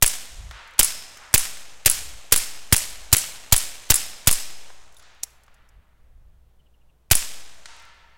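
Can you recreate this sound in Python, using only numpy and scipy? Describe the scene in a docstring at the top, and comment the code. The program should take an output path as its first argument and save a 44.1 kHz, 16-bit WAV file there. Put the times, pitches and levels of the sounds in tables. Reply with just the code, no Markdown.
"""A suppressed pistol fires ten shots in a pine wood, is unloaded, and fires the round left in the chamber.
Each shot layers a hiss of gas from the can, a low puff on the microphone in front of the muzzle and
the steel clack of the slide. Trunks throw back slaps and a grainy tail with a thin whine in it;
spent cases hop on the ground. Behind sit distant shots, one dull thud, a bird, light wind and a low hum."""
import sys
import numpy as np
from scipy import signal
from scipy.fft import rfft, irfft, next_fast_len
from scipy.io import wavfile

SR = 44100
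rng = np.random.default_rng(int(sys.argv[2]) if len(sys.argv) > 2 else 0)


def to_wav(s):
    """Save 16-bit WAV."""
    ch = np.atleast_2d(s).T  # columns
    pcm = np.round(np.clip(ch, -1, 1) * 32767)  # PCM
    wavfile.write(sys.argv[1], SR, pcm.astype(np.int16))


N = 360441
TIME = np.arange(N) / SR
AGE = TIME[:SR // 2]   # clock for one short hit

# the pistol's cues, with relative layer levels:
# (time [s], blast [dB], puff [dB], pressure push [signed gain], slide closing [dB], whine [dB])
SHOTS = [(0.024, -1, -12.5, -0.17, 0.5, -41.5), (0.7921, 0.5, -21, -0.12, 3, -33),
         (1.34, 0, -10.5, 0.082, -2, -39.5), (1.8597, -1.5, -16.5, 0.064, .5, -45),
         (2.3222, 0.1, -15, 0.093, 1.5, -38), (2.7253, -1, -4.5, 0.046, -2, -43.5),
         (3.1278, 2, -6.5, 0.025, 0.5, -46), (3.5241, 0, -6, -0.2, 0.5, -43.5),
         (3.9022, -1, -11, -0.15, 4.5, -36.5), (4.2725, -1.2, -8, 0.14, 4.5, -36.5),
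         (7.1126, -1, -8, 0.12, -5, -38.5)]
# knocks of the action around ignition: (time from the shot [s], level [dB], t60 [s])
ACTION_KNOCKS = [(-.0098, -27, 0.016), (-.0022, -19.5, 0.04), (0.014, -4.5, 0.026), (0.0191, -8.5, 0.022),
                 (0.032, -15.5, 0.021)]
# tone of the gas, the frame, the slide and small metal parts: (frequency [Hz], level [dB])
BLAST_EQ = [(150, -4.5), (300, -3.5), (500, -6.5), (1300, -10.5), (2500, -3.5), (4000, -4), (5300, 0.5),
            (6100, -1.5), (7200, 4), (10500, 0), (12000, -2.5), (16000, 2)]
FRAME_EQ = [(200, -12), (600, -9), (1200, -12.5), (2400, -1.5), (4000, -5), (8000, -6), (10600, -3.5),
            (12000, -7), (16000, -20.5)]
SLIDE_EQ = [(200, -23), (900, -14.5), (2000, -18.5), (4200, -14), (6000, -10.5), (7700, 0), (9000, -2.5),
            (10900, 6.5), (11600, -12), (13000, -10), (16000, -8.5)]
CLICK_EQ = [(300, -38), (780, -16), (1200, -21.5), (2400, -15), (3300, -16.5), (4000, -6), (5000, -0.5),
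            (6300, 3.5), (7600, 3), (9300, -4.5), (11000, 1), (13000, -8.5), (16000, -7)]
# the slide's steel: (frequency [Hz], relative level at the rear stop [dB], on closing [dB], t60 [s])
SLIDE_MODES = [(7470, -25.5, -35.5, .035), (8170, -25.5, -36.5, .035), (9100, -31, -35.5, 0.04),
               (10055, -28, -29, .025), (10680, -34, -17.5, 0.042), (10400, -20, -33, 0.02),
               (15630, -33.5, -36, .04)]
# clicks of the trigger, the magazine and the grip: (time [s], level [dB], t60 [s])
HANDLING_CLICKS = [(0.5104, -40.5, 0.018), (1.172, -35, .013), (4.9677, -45, .029), (4.995, -47, .025),
                   (5.234, -12, 0.016), (5.435, -52.5, 0.032), (5.5422, -51.5, .025), (5.6897, -51, 0.018)]
# small parts ringing on after a click: (time [s], frequency [Hz], level [dB], t60 [s])
PART_PINGS = [(4.9675, 3650, -44, .025), (4.9675, 9740, -53, .18), (5.2338, 790, -41.5, 0.03),
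              (5.2342, 5580, -49, 0.13)]
# scatter from the trees: (frequency [Hz], near trunks [dB], deep wood [dB], deep wood t60 [s])
WOOD_BANDS = [(150, -35.5, -31.5, 1.3), (357.2, -40.5, -38, 2.3), (684, -23.5, -36, 3.72),
              (1180, -21.5, -39, 3.8), (2500, -16.5, -28.5, 1.59), (3993, -18, -28, 1.4),
              (5292, -13, -31.5, 1.3), (6200, -14, -29.5, 1.54), (7860, -11, -29, 1.295),
              (10450, -16, -34.5, 1.1), (15500, -27, -43.5, .9)]
# big trunks that slap back every shot: (delay [s], relative level [dB])
BIG_TRUNKS = [(.045, -24), (0.1137, -23), (.1305, -27), (.1505, -42), (.1945, -38), (0.2312, -32)]
# shots elsewhere on the range: (time [s], crack [dB], wash [dB], treble edge [Hz], ring [dB])
FAR_SHOTS = [(.511, -22, -28.5, 2995, -58), (1.17, -26, -30, 1800, -66), (4.998, -38, -41, 6000, -72),
             (5.48, -35, -46, 2280, -79), (7.657, -24.5, -35, 8900, -55.5)]
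# their colour through the trees: (frequency [Hz], relative level [dB], t60 [s])
FAR_WOOD_BANDS = [(300, -26, 1.5), (700, -10, 1.9), (1000, -6, 2.1), (1400, -1.5, 2.1), (1800, -3.5, 2.4),
                  (2800, -4.5, 2), (6500, -4.5, .8), (12130, -24.5, .5)]
# narrow rings in their wash, as of a far steel plate: (frequency [Hz], relative level [dB])
FAR_RINGS = [(924, -0.5), (1350, -1.5), (1750, -3), (2080, -6)]
# wind on the microphone: (time [s], half length [s], level [dB])
GUSTS = [(.44, 0.099, -37), (2.07, 0.11, -46), (2.954, 0.13, -49.5), (5.778, 0.029, -50),
         (6.251, 0.17, -50)]
# the bed of still air: (frequency [Hz], level [dB])
AIR_EQ = [(20, -27.5), (50, -48), (130, -46.5), (280, -59), (600, -57.5), (1200, -65), (2200, -71.5),
          (3200, -71), (5000, -76.5), (16000, -77.5)]


def pistol(ground_echo_s=.0204, jitter_s=.0004, slide_travel_s=.0385, fouling_s_per_shot=.00017):
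    """Gas, crack and ground bounce over the knocking action; the slide runs later as the gun fouls."""
    out = np.zeros(N)
    for k, (s, blast_db, puff_db, push, closing_db, _) in enumerate(SHOTS):
        add(out, s, gas_blast(blast_db) + puff(puff_db))
        add(out, s, from_db(4) * pressure_push(push))
        add(out, s, snap(db=-.5, hz=1800))   # the shock front that leads the gas
        add(out, s + ground_echo_s, snap(db=-7, hz=2400))
        for after_s, db, t60 in ACTION_KNOCKS:
            add(out, s + after_s + rng.normal(0, jitter_s), knock(FRAME_EQ, db + rng.normal(0, 1), t60))
        slide(out, s + slide_travel_s + k * fouling_s_per_shot, closing_db)
    return out


def gas_blast(db, blowdown_s=.01):
    """The hiss: gas surges from the can at once, then dwindles as its chambers empty."""
    flow = from_db(-3.5) * np.exp(-(AGE / blowdown_s) ** 3)
    surge = from_db(-3.5) * decay(AGE, t60=.024)
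    leak = from_db(-24) * decay(AGE, t60=.08)
    return from_db(db) * (flow + surge + leak) * noise(BLAST_EQ, len(AGE))


def puff(db, hz=86, peak_s=.0048, flutter_ratio=2.4):
    """The low punch: the gas cloud rocks the microphone, with a faster flutter and eddies on top."""
    rock = np.sin(2 * np.pi * hz * AGE)
    flutter = from_db(-14) * np.sin(2 * np.pi * flutter_ratio * hz * AGE)
    eddies = from_db(-20) * band_noise(170, 450, len(AGE))
    swell = (AGE / peak_s) ** 2 * np.exp(2 - 2 * AGE / peak_s)
    return from_db(db) * swell * (rock - flutter + eddies)


def pressure_push(push, rise_s=.012):
    """The sub layer: the microphone holds the push briefly, swings past rest and creeps back."""
    age = TIME[:2 * SR]
    hold_s, recover_s = (.088, .3) if push > 0 else (.036, .15)   # suction lets go sooner
    held = np.exp(-np.minimum((age / hold_s) ** 3, 50)) * (1 - np.exp(-age / rise_s))
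    back = age * np.exp(-2 * age / recover_s)
    return push * (held - back * held.sum() / back.sum())   # the two lobes cancel


def snap(db, hz):
    """The crack: one N-shaped pressure pulse with its energy centred on hz."""
    phase = 2 * np.pi * hz * AGE[:256] - np.pi
    return -from_db(db) * phase * np.exp((1 - phase ** 2) / 2)


def slide(track, stop_s, closing_db, rebound_s=.0048, return_s=.0143):
    """Mix in the clack: the slide hits its rear stop, rebounds and slams shut."""
    add(track, stop_s, knock(SLIDE_EQ, db=1, t60=.013))
    add(track, stop_s, steel_ring(db=1.5, closing=False))
    add(track, stop_s + rebound_s, knock(SLIDE_EQ, db=-10.5, t60=.011))
    add(track, stop_s + return_s, knock(SLIDE_EQ, db=closing_db - 11, t60=.042))
    add(track, stop_s + return_s, steel_ring(db=closing_db - .5, closing=True))


def steel_ring(db, closing, spread_db=2, detune=.002):
    """The slide's bright modes, struck a little differently each time."""
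    age, out = AGE[:SR // 8], 0
    for hz, stop_db, close_db, t60 in SLIDE_MODES:
        strength = from_db(db + (close_db if closing else stop_db) + rng.normal(0, spread_db))
        pitch = hz * (1 + rng.normal(0, detune))
        out = out + strength * np.sin(2 * np.pi * pitch * age) * decay(age, t60)
    return out


def knock(eq, db, t60):
    """A hard contact: a burst of dense, quickly dying vibration."""
    return from_db(db) * noise(eq, 4096) * decay(AGE[:4096], t60)


def wood_tail(send_db=-.42, near_t60=.45, rise_s=.047, grain_db=2, hop=32):
    """Near trunks return a bright, grainy wash; the deep wood rings longer and duller."""
    fired, out = np.zeros(N), np.zeros(N)
    for s, *_ in SHOTS:
        fired[round(s * SR)] = from_db(send_db) ** 2
    coarse = TIME[::hop]   # the envelopes run on a slower clock
    fired = np.add.reduceat(fired, np.arange(0, N, hop))
    build_up = 1 - np.exp(-(coarse / rise_s) ** 2)
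    grain_times = TIME[::40]
    grain = from_db(grain_db * np.interp(TIME, grain_times, rng.standard_normal(len(grain_times))))
    n = next_fast_len(N)
    grainy = rfft(rng.standard_normal(N) * grain / np.sqrt(np.mean(grain ** 2)), n)
    bins = np.arange(n // 2 + 1) * SR / n
    for k, (_, near_db, deep_db, deep_t60) in enumerate(WOOD_BANDS):
        near = from_db(near_db) * decay(coarse, near_t60)
        deep = from_db(deep_db) * decay(coarse, deep_t60)
        one_tail = (near ** 2 + deep ** 2) * build_up ** 2
        power = np.abs(signal.fftconvolve(fired, one_tail)[:len(coarse)])
        band = irfft(grainy * band_share(WOOD_BANDS, k, bins), n)[:N]
        out += band * np.interp(TIME, coarse, np.sqrt(power))
    return out


def trunk_slaps(count=44, centre_hz=2900, spread_db=4, small_db=-20):
    """Trunks return each crack at fixed delays: a few big ones clearly, small ones fading with distance."""
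    out, lags = np.zeros(N), rng.uniform(.03, .3, count)
    pitches = centre_hz * 2 ** rng.normal(0, .44, count)
    levels = small_db + np.minimum(rng.normal(0, spread_db, count), spread_db)
    for s, *_ in SHOTS:
        for lag, hz, db in zip(lags, pitches, levels):
            add(out, s + lag, snap(db + rng.normal(0, 2.6), hz) * decay(lag, t60=.54))
        for lag, db in BIG_TRUNKS:
            add(out, s + lag, snap(db + 2, centre_hz))
            add(out, s + lag, knock(FRAME_EQ, db + rng.normal(0, 2), t60=.012))   # smears the slap
    return out


def whines(hz=5195, width_hz=560, rise_s=.025):
    """A narrow, rough whine hangs in each echo, as of the bullet flying off."""
    out, age = np.zeros(N), TIME[:SR]
    fade = (1 - np.exp(-age / rise_s)) * decay(age, t60=1)
    for s, *_, db in SHOTS:
        add(out, s, from_db(db) * fade * band_noise(hz - width_hz / 2, hz + width_hz / 2, SR))
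    return out


def handling(touch_s=.0035, seat_s=.0037, unloading_s=(5.1, 5.4), ticks=7):
    """Each part touches, snaps home and seats, and a few ping; faint ticks fill out the unloading."""
    out = np.zeros(N)
    for s, db, t60 in HANDLING_CLICKS:
        add(out, s - touch_s, click(db - 18, t60=.027))
        add(out, s, click(db, t60))
        add(out, s + seat_s, click(db - 7, t60))
    for s in np.linspace(*unloading_s, ticks) + rng.normal(0, .02, ticks):
        add(out, s, click(db=rng.normal(-59, 2.4), t60=.024))
    for s, hz, db, t60 in PART_PINGS:
        add(out, s, from_db(db) * np.sin(2 * np.pi * hz * AGE) * decay(AGE, t60))
    return out


def spent_cases(flight_s=.652, hop_s=.04, landings=4, loss_db=.5):
    """Each case lands after its flight and hops on unevenly, a little weaker each time."""
    out = np.zeros(N)
    for s, *_ in SHOTS:
        landing = s + flight_s
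        for k in range(landings):
            add(out, landing, click(db=-47 - k * loss_db, t60=.0184))
            landing += hop_s * (.5 + rng.random())
    return out


def click(db, t60):
    """A small metal click with a faint return from the trees."""
    tail = from_db(-40) * decay(AGE, t60=.54)
    return from_db(db) * noise(CLICK_EQ, len(AGE)) * (decay(AGE, t60) + tail)


def far_shots(swell_s=.025, ring_width_hz=50):
    """Distance leaves a short dull crack and a wash that swells, then lingers and rings in the mids."""
    out, age = np.zeros(N), TIME[:2 * SR]
    bins = np.arange(SR + 1) / 2
    swell = 1 - np.exp(-age / swell_s)
    for s, crack_db, wash_db, edge_hz, ring_db in FAR_SHOTS:
        dulled = rfft(rng.standard_normal(len(age))) / np.hypot(1, (bins / edge_hz) ** 2)
        crack = from_db(crack_db) * decay(age, t60=.031)
        for k, (_, db, t60) in enumerate(FAR_WOOD_BANDS):
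            band = irfft(dulled * band_share(FAR_WOOD_BANDS, k, bins))
            wash = from_db(wash_db) * swell * decay(age, t60)
            add(out, s, from_db(db) * band * (crack + wash))
        for hz, db in FAR_RINGS:
            ring = band_noise(hz - ring_width_hz / 2, hz + ring_width_hz / 2, len(age))
            add(out, s, from_db(ring_db + db) * ring * swell * decay(age, t60=2.4))
    return out


def thud(time_s=4.702, db=-42):
    """Something hits the ground once, dull and dry."""
    out = np.zeros(N)
    add(out, time_s, from_db(db) * band_noise(350, 1610, len(AGE)) * decay(AGE, t60=.025))
    return out


def bird(start_s=6.599, gap_s=.074, notes=5, first_hz=3020, step_hz=75.3, fall_hz_per_s=12000):
    """A far bird's run of short, rough, falling chirps, each a little lower."""
    chirp_s, warble_hz = .009, 130
    out, from_peak = np.zeros(N), AGE - 2 * chirp_s
    for k in range(notes):
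        warble = warble_hz * band_noise(60, 400, len(AGE))
        pitch = first_hz - k * step_hz - fall_hz_per_s * from_peak + warble
        swell = from_db(rng.normal(-68, 2)) * np.exp(-np.minimum((from_peak / chirp_s) ** 2, 20))
        peak_s = start_s + k * gap_s + rng.normal(0, .003)
        add(out, peak_s - 2 * chirp_s, swell * np.sin(2 * np.pi * np.cumsum(pitch) / SR))
    return out


def wind(breeze_db=-74, lowpass_hz=130):
    """A faint breeze and a few gusts rumble on the microphone."""
    strength = from_db(breeze_db)
    for s, half_s, db in GUSTS:
        strength = strength + from_db(db) * np.exp(-np.minimum(((TIME - s) / half_s) ** 4, 20) / 2)
    lowpass = signal.butter(2, lowpass_hz, fs=SR, output="sos")
    return strength * signal.sosfilt(lowpass, band_noise(18, 62))


def air_and_hum(hum_hz=60, hum_db=-63.5):
    """The bed: still air with a low, steady hum."""
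    return noise(AIR_EQ, N) + from_db(hum_db) * np.sqrt(2) * np.sin(2 * np.pi * hum_hz * TIME)


def from_db(db):
    """Decibels to gain."""
    return 10 ** (np.asarray(db) / 20)


def at_hz(points, hz):
    """Read a curve on a log-frequency axis."""
    rows = np.array(points)
    return np.interp(np.log(np.maximum(hz, 1)), np.log(rows[:, 0]), rows[:, 1])


def band_share(bands, row, hz):
    """Crossover: how much of each frequency belongs to one row of a table of bands."""
    return at_hz([(band[0], j == row) for j, band in enumerate(bands)], hz)


def noise(eq, size):
    """Noise through an EQ curve; a flat 0 dB gives white noise of rms 1."""
    n = next_fast_len(size)
    gain = from_db(at_hz(eq, np.arange(n // 2 + 1) * SR / n))
    return irfft(rfft(rng.standard_normal(n)) * gain, n)[:size]


def band_noise(low_hz, high_hz, size=N):
    """Noise between two edges, rms 1."""
    bandpass = signal.butter(2, [low_hz, high_hz], "band", fs=SR, output="sos")
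    band = signal.sosfilt(bandpass, rng.standard_normal(size))
    return band / band.std()


def decay(age, t60):
    """Silent before age zero, then 60 dB down in t60 seconds."""
    return (age >= 0) * np.exp(-np.minimum(np.log(1000) * np.abs(age) / t60, 50))


def add(track, s, sound):
    """Mix a sound into a track at s seconds."""
    i = max(round(s * SR), 0)
    track[i:i + len(sound)] += sound[:max(N - i, 0)]


def scene():
    """The mono mix, as it reaches one microphone."""
    gunfire = pistol() + wood_tail() + trunk_slaps() + whines() + far_shots()
    foley = handling() + spent_cases() + thud()
    ambience = wind() + air_and_hum() + bird()
    return (gunfire + foley + ambience)[None]


def record(dry, ceiling=.82, cutoff_hz=15900):
    """The blasts overload the input softly; a steep low-pass cuts the top."""
    lowpass = signal.ellip(12, .2, 70, cutoff_hz, fs=SR, output="sos")
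    return signal.sosfilt(lowpass, ceiling * np.tanh(dry / ceiling))


dry = scene()
out = record(dry)
to_wav(out)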